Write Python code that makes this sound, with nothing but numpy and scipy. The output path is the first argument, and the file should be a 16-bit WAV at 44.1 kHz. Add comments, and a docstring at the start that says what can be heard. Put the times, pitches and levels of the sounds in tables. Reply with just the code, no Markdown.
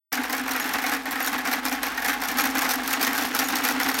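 """In a workshop, an old braiding machine is running. Its steel bobbin carriers knock and chatter round
the track plate, which clanks at each blow. The frame booms at each heavy shove, loose bobbins tick,
and now and then a small steel part snaps, pings or clanks.
Under it all the gears grind and the drive hums."""
import sys
import numpy as np
from scipy import signal
from scipy.fft import rfft, irfft, next_fast_len
from scipy.io import wavfile
from scipy.ndimage import map_coordinates

SR = 44100
rng = np.random.default_rng(int(sys.argv[2]) if len(sys.argv) > 2 else 0)


def file_out(sig):
    """Save sig as 16-bit WAV at sys.argv[1]."""
    # one column per channel
    cols = np.atleast_2d(sig).T
    # limit, then scale
    lim = np.clip(cols, -1, 1)
    pcm = np.round(lim * 32767).astype(np.int16)
    wavfile.write(sys.argv[1], SR, pcm)


N = 176400

# The carriers' knocks. Each row: start in seconds, steel level in dB, track plate level in dB.
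CARRIER_KNOCKS = [(0.119, -52, -30), (0.128, -21.5, -25), (0.174, -33, -24), (0.235, -29.5, -26),
                  (0.297, -30, -27.5), (0.329, -23.5, -22.5), (0.38, -29, -25.5), (0.478, -29.5, -23.5),
                  (0.511, -24.5, -31), (0.55, -43, -25), (0.562, -27, -28), (0.599, -28.5, -27),
                  (0.642, -30, -29), (0.663, -32.5, -40), (0.692, -30.5, -25), (0.736, -25.5, -22.5),
                  (0.785, -29, -25), (0.823, -30.5, -35), (0.839, -30, -22.5), (0.863, -25, -26.5),
                  (0.89, -33, -26), (0.918, -25, -22), (0.936, -25.5, -24.5), (1.056, -32.5, -25),
                  (1.109, -28, -30.5), (1.125, -35.5, -26), (1.157, -30, -26), (1.203, -25, -22.5),
                  (1.246, -27, -25), (1.262, -24.5, -36), (1.273, -27.5, -25), (1.33, -27, -23.5),
                  (1.381, -30, -26), (1.452, -30.5, -23), (1.474, -25.5, -25.5), (1.514, -25, -23.5),
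                  (1.531, -24.5, -23), (1.652, -22.5, -23.5), (1.661, -27.5, -30), (1.713, -30, -24.5),
                  (1.726, -25, -24), (1.831, -23.5, -22.5), (1.867, -28, -28), (1.918, -36, -28.5),
                  (1.976, -30, -25), (2.021, -28.5, -26.5), (2.047, -24, -22.5), (2.082, -23.5, -21.5),
                  (2.094, -27, -25), (2.131, -29, -25.5), (2.217, -27.5, -25.5), (2.236, -27, -28),
                  (2.285, -24, -27.5), (2.321, -33, -30), (2.372, -25, -25), (2.386, -19.5, -20),
                  (2.399, -25, -39), (2.439, -25, -24), (2.454, -23.0, -24), (2.501, -32, -35),
                  (2.552, -27, -21.5), (2.583, -22.5, -23.5), (2.619, -20.5, -22.5), (2.65, -25.5, -23),
                  (2.691, -21.5, -27), (2.707, -20, -24), (2.735, -25.5, -27), (2.836, -29, -38),
                  (2.877, -25, -27), (2.908, -22.5, -24.5), (2.931, -23.5, -24), (3.013, -23, -23),
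                  (3.028, -18.5, -23.5), (3.068, -22, -23), (3.131, -26.5, -30), (3.15, -25, -26),
                  (3.179, -21.5, -25.5), (3.223, -26.5, -42), (3.252, -25, -36), (3.349, -20.5, -25.5),
                  (3.39, -20, -23), (3.416, -29, -28), (3.441, -27.5, -38), (3.486, -24, -33),
                  (3.555, -22, -23.5), (3.567, -30, -37), (3.639, -23, -26.5), (3.65, -20, -22),
                  (3.687, -23, -24.5), (3.71, -27.5, -36), (3.8, -21.5, -22), (3.843, -27.5, -34),
                  (3.888, -24, -25.5), (3.943, -23, -28), (3.988, -19, -29)]
# How hard the gears work. Each row: time in seconds, level in dB.
GEAR_EFFORT = [(.15, -29.5), (.8, -27), (1.05, -33), (1.3, -28.5), (1.8, -31), (2.3, -27), (2.8, -27.5),
               (3.2, -25)]
# The bright tone of struck steel. Each row: frequency in Hz, boost or cut in dB.
STEEL_TONE = [(600, -29), (1500, -3), (2400, -0.5), (4600, 3), (4950, 0), (5300, 5), (5900, 3.5),
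              (7900, -4), (9600, -1.5), (10400, -5), (11500, 2), (12800, 2.5), (15600, -4)]

START_S, TOP_HZ = 0.1194, 15850  # when the sound begins; the highest frequency heard
STEEL_ATTACK_S, PLATE_ATTACK_S = 0.00023, 0.0015  # an attack is how quickly a sound swells
CHATTER_T60_S = 0.051  # a t60 is the time a sound takes to fade by 60 dB


def carriers():
    """Steel hits steel: a short scrape, a bright click, a chatter of tiny hits, then the room's echo."""
    out, size, lead = np.zeros(N), SR // 5, SR // 20
    slide = amp(-9.5) * np.exp(-np.arange(lead, 0, -1) / SR / 0.0045)  # swells up to the strike
    chatter_shape = np.r_[slide, rise(STEEL_ATTACK_S) * fade(CHATTER_T60_S)][:size]
    click_shape = (rise(STEEL_ATTACK_S) * fade(0.0078))[:size]
    for start, db, _ in CARRIER_KNOCKS:
        chatter = contacts(size, per_s=1300, spread_db=2.5, scrape=0.45)
        chatter = tinted(chatter, depth_db=3.5, width_hz=330, tilt_db=5)  # each spot has its own tone
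        add(out, start - lead / SR, amp(db) * chatter_shape * chatter)
        click = unit(signal.lfilter([1, -0.55], 1, rng.standard_normal(size)))
        click_db = db + 4 + 0.17 * (db + 34)  # harder knocks are crisper
        add(out, start, amp(click_db) * click_shape * click)
        echo = unit(signal.lfilter([1], [1, -0.35], rng.standard_normal(SR // 2)))  # walls dull the treble
        add(out, start, amp(db - 8.5) * rise(0.0074) * fade(0.22) * echo)
    return coloured(out, STEEL_TONE)


def track_plate():
    """Each knock shakes the track plate: a dense clank with a few clear notes."""
    # The tone of the clank. Each row: frequency in Hz, boost or cut in dB.
    plate_tone = [(120, -32), (440, -13.5), (590, -12), (770, 1.5), (950, -5), (1150, -2.5), (1650, 2.5),
                  (2350, -3.5), (3000, -13.5), (11000, -42.5)]
    # The notes the plate rings at. Each row: pitch in Hz, level in dB, t60 in seconds.
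    plate_notes = [(439.6, -15, 0.5), (482.5, -8, 0.4), (528.5, -6, 0.16), (756.5, -4, 0.42),
                   (831, -1.5, 0.45), (1089, -4.5, 0.52)]
    clank, size = np.zeros(N), SR // 5
    first_blow = amp(-3.5) * fade(CHATTER_T60_S)
    shape = (rise(PLATE_ATTACK_S) * (first_blow + fade(0.28)))[:size]
    blows = [(start, db) for start, _, db in CARRIER_KNOCKS]
    for start, db in blows:
        rattle = contacts(size, per_s=1600, spread_db=2, scrape=0.79)
        rattle = tinted(rattle, depth_db=3, width_hz=90, tilt_db=0)  # each spot has its own pitches
        add(clank, start, amp(db) * shape * rattle)
    ring = ringing(blows, plate_notes, PLATE_ATTACK_S, scatter_db=-0.5, detune=0.0072)
    return amp(-3.5) * coloured(clank, plate_tone) + amp(-12) * ring


def frame():
    """The frame booms at each shove, and the running gears keep its lowest note droning."""
    # Heavy shoves on the frame. 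Each row: start in seconds, level in dB.
    shoves = [(0.136, -25.5), (0.182, -17.5), (0.293, -25), (0.377, -22.5), (0.491, -26.0), (0.692, -28),
              (0.854, -21), (0.92, -19.5), (1.129, -26), (1.203, -24), (1.271, -28), (1.339, -19.5),
              (1.474, -24), (1.652, -21.5), (1.716, -20), (2.091, -20), (2.399, -24), (2.452, -19.5),
              (2.552, -25.5), (2.744, -21), (3.015, -21), (3.436, -32), (3.552, -21.5), (3.692, -19)]
    # The frame's low notes. Each row: pitch in Hz, level in dB, t60 in seconds.
    frame_notes = [(258.4, -0.5, 0.19), (272.5, -3, 0.19), (294, -2.5, 0.14)]
    t = np.arange(N) / SR
    lowest_hz = frame_notes[0][0]
    drone = amp(level_at(t, GEAR_EFFORT) - 10) * np.sin(2 * np.pi * lowest_hz * t + wobble(per_s=22))
    booms = ringing(shoves, frame_notes, attack_s=0.021, scatter_db=1, detune=0.014)
    return drone + booms


def bobbins():
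    """Loose bobbins tick, louder as the gears work harder, and each knock jolts out two more ticks."""
    out, size = np.zeros(N), 2048
    ticks_per_s, jolt_gap_s = 79, 0.014
    shape = (rise(STEEL_ATTACK_S) * fade(0.018))[:size]
    jolted = [(start + jolt_gap_s * wait, db - 5)
              for start, db, _ in CARRIER_KNOCKS for wait in np.cumsum(0.5 + rng.random(size=2))]
    count = int(ticks_per_s * N / SR)
    times = (np.arange(count) + 2 * rng.random(count)) / ticks_per_s
    running = list(zip(times, level_at(times, GEAR_EFFORT) - 12.5))
    for start, db in jolted + running:
        tick = tinted(rng.standard_normal(size), depth_db=5, width_hz=260, tilt_db=5)
        add(out, start, amp(db + rng.uniform(-3.25, 9.75)) * shape * tick)
    return coloured(out, STEEL_TONE)


def small_parts():
    """Catches snap, thin rods ping and a lever clanks, each ringing at one note."""
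    # The blows on catches, rods and lever. Each row: start in seconds, level in dB.
    catch_blows = [(.599, -18), (1.116, -30), (1.226, -19), (1.832, -22), (2.41, -21), (3.028, -21),
                   (3.944, -24)]
    rod_blows = [(.608, -28), (1.232, -30), (2.408, -27), (2.932, -27), (3.445, -26.5), (3.946, -30)]
    lever_blows = [(1.157, -23.5), (1.976, -21)]
    snaps = ringing(catch_blows, [(11620, 0, 0.035)], attack_s=0.0004, scatter_db=1, detune=0.006)
    pings = ringing(rod_blows, [(6720, 0, 0.11)], attack_s=0.003, scatter_db=1, detune=0.003)
    clanks = ringing(lever_blows, [(1857, 0, 0.11)], PLATE_ATTACK_S, scatter_db=-1, detune=0)
    return snaps + pings + clanks


def gears():
    """The gears grind: tiny hits and scraping, with a fast flutter in loudness."""
    # The low tone of the grinding. Each row: frequency in Hz, boost or cut in dB.
    gear_tone = [(25, -23), (50, -14.5), (100, -12.5), (145, -18), (210, -3), (275, 11), (360, -6.5),
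                 (470, -3), (590, -7.5), (780, 4), (1000, -0.5), (1650, 2), (3000, -7), (13000, -26.5)]
    flutter_db = 2.5 * wobble(per_s=75)
    level_db = level_at(np.arange(N) / SR, GEAR_EFFORT) - 4 + flutter_db
    grind = contacts(N, per_s=700, spread_db=2, scrape=1)
    return coloured(amp(level_db) * grind, gear_tone)


def drive():
    """The drive hums faintly on one low, unsteady note."""
    # How loud the hum is. Each row: time in seconds, level in dB.
    hum_levels = [(1.3, -59), (1.7, -54.5), (2.8, -52.5), (3.1, -61)]
    t, hum_hz = np.arange(N) / SR, 50
    return amp(level_at(t, hum_levels)) * np.sin(2 * np.pi * hum_hz * t + 0.74 * wobble(per_s=9.1))


def contacts(size, per_s, spread_db, scrape):
    """Tiny random hits of uneven strength, mixed with scraping noise."""
    hits = (rng.random(size) < per_s / SR) * np.sign(rng.standard_normal(size))
    hits *= amp(spread_db * rng.standard_normal(size))
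    return unit(unit(hits) + scrape * rng.standard_normal(size))


def ringing(blows, notes, attack_s, scatter_db, detune):
    """Each blow rings the notes a little differently. Each note: pitch in Hz, level in dB, t60."""
    out, t = np.zeros(N), np.arange(SR // 2) / SR
    for start, db in blows:
        ring = np.zeros(len(t))
        for hz, note_db, t60 in notes:
            level_draw, pitch_draw, phase = rng.standard_normal(3)
            wave = np.sin(2 * np.pi * (hz * (1 + detune * pitch_draw) * t + phase))
            ring += amp(note_db + scatter_db * level_draw) * fade(t60) * wave
        add(out, start, amp(db) * rise(attack_s) * ring)
    return out


def tinted(x, depth_db, width_hz, tilt_db):
    """Give a sound random peaks and dips in its tone, and a random brightness."""
    hz = np.fft.rfftfreq(len(x), 1 / SR)
    bumps = map_coordinates(rng.standard_normal(512), [hz / width_hz], mode="wrap")
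    tilt = (2 * rng.random() - 1) * hz / TOP_HZ
    return unit(irfft(rfft(x) * amp(depth_db * bumps + tilt_db * tilt), len(x)))


def coloured(x, tone):
    """Shape a sound with a tone table, keeping about the same overall power."""
    size = 8192
    hz, db = np.transpose(tone)
    grid = np.fft.rfftfreq(size, 1 / SR)
    gain = amp(np.interp(np.log(grid + 1), np.log(hz), db))
    cepstrum = irfft(np.log(gain))[:size // 2]  # used to make the filter ring only after a hit
    response = irfft(np.exp(rfft(np.r_[cepstrum[0], 2 * cepstrum[1:]], size)))
    average_gain = np.sqrt(np.mean(gain ** 2 * (grid < TOP_HZ)))
    return signal.fftconvolve(x, response / average_gain)[:N]


def amp(db):
    """Turn decibels into a multiplier."""
    return 10 ** (np.asarray(db) / 20)


def unit(x):
    """Scale a sound to an average power of 1."""
    return x / np.sqrt(np.mean(x ** 2) + 1e-20)


def add(track, start, sound):
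    """Mix a sound into the track at a start time in seconds."""
    part = track[max(0, round(start * SR)):][:len(sound)]
    part += sound[:len(part)]


def level_at(times, levels):
    """Read a level in dB between the rows of a table."""
    return np.interp(times, *np.transpose(levels))


def wobble(per_s):
    """A smooth curve through per_s random points a second."""
    return map_coordinates(rng.standard_normal(2000), [np.arange(N) * per_s / SR], mode="wrap")


def fade(t60):
    """Half a second of dying away, by 60 dB every t60 seconds."""
    return np.exp(-np.log(1000) * np.arange(SR // 2) / SR / t60)


def rise(attack_s):
    """Half a second that starts softly and swells to full level."""
    return 1 - np.exp(-np.arange(SR // 2) / SR / attack_s)


def scene():
    """The whole machine, heard from one spot after a brief silence."""
    machine = carriers() + bobbins() + small_parts() + track_plate() + frame() + gears() + drive()
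    return (machine * (np.arange(N) / SR > START_S))[None]


def record(dry):
    """Cut away the very highest treble, above TOP_HZ."""
    size = next_fast_len(N + SR // 2)
    kept = np.fft.rfftfreq(size, 1 / SR) < TOP_HZ
    return irfft(rfft(dry, size) * kept, size)[:, :N]


dry = scene()
out = record(dry)
file_out(out)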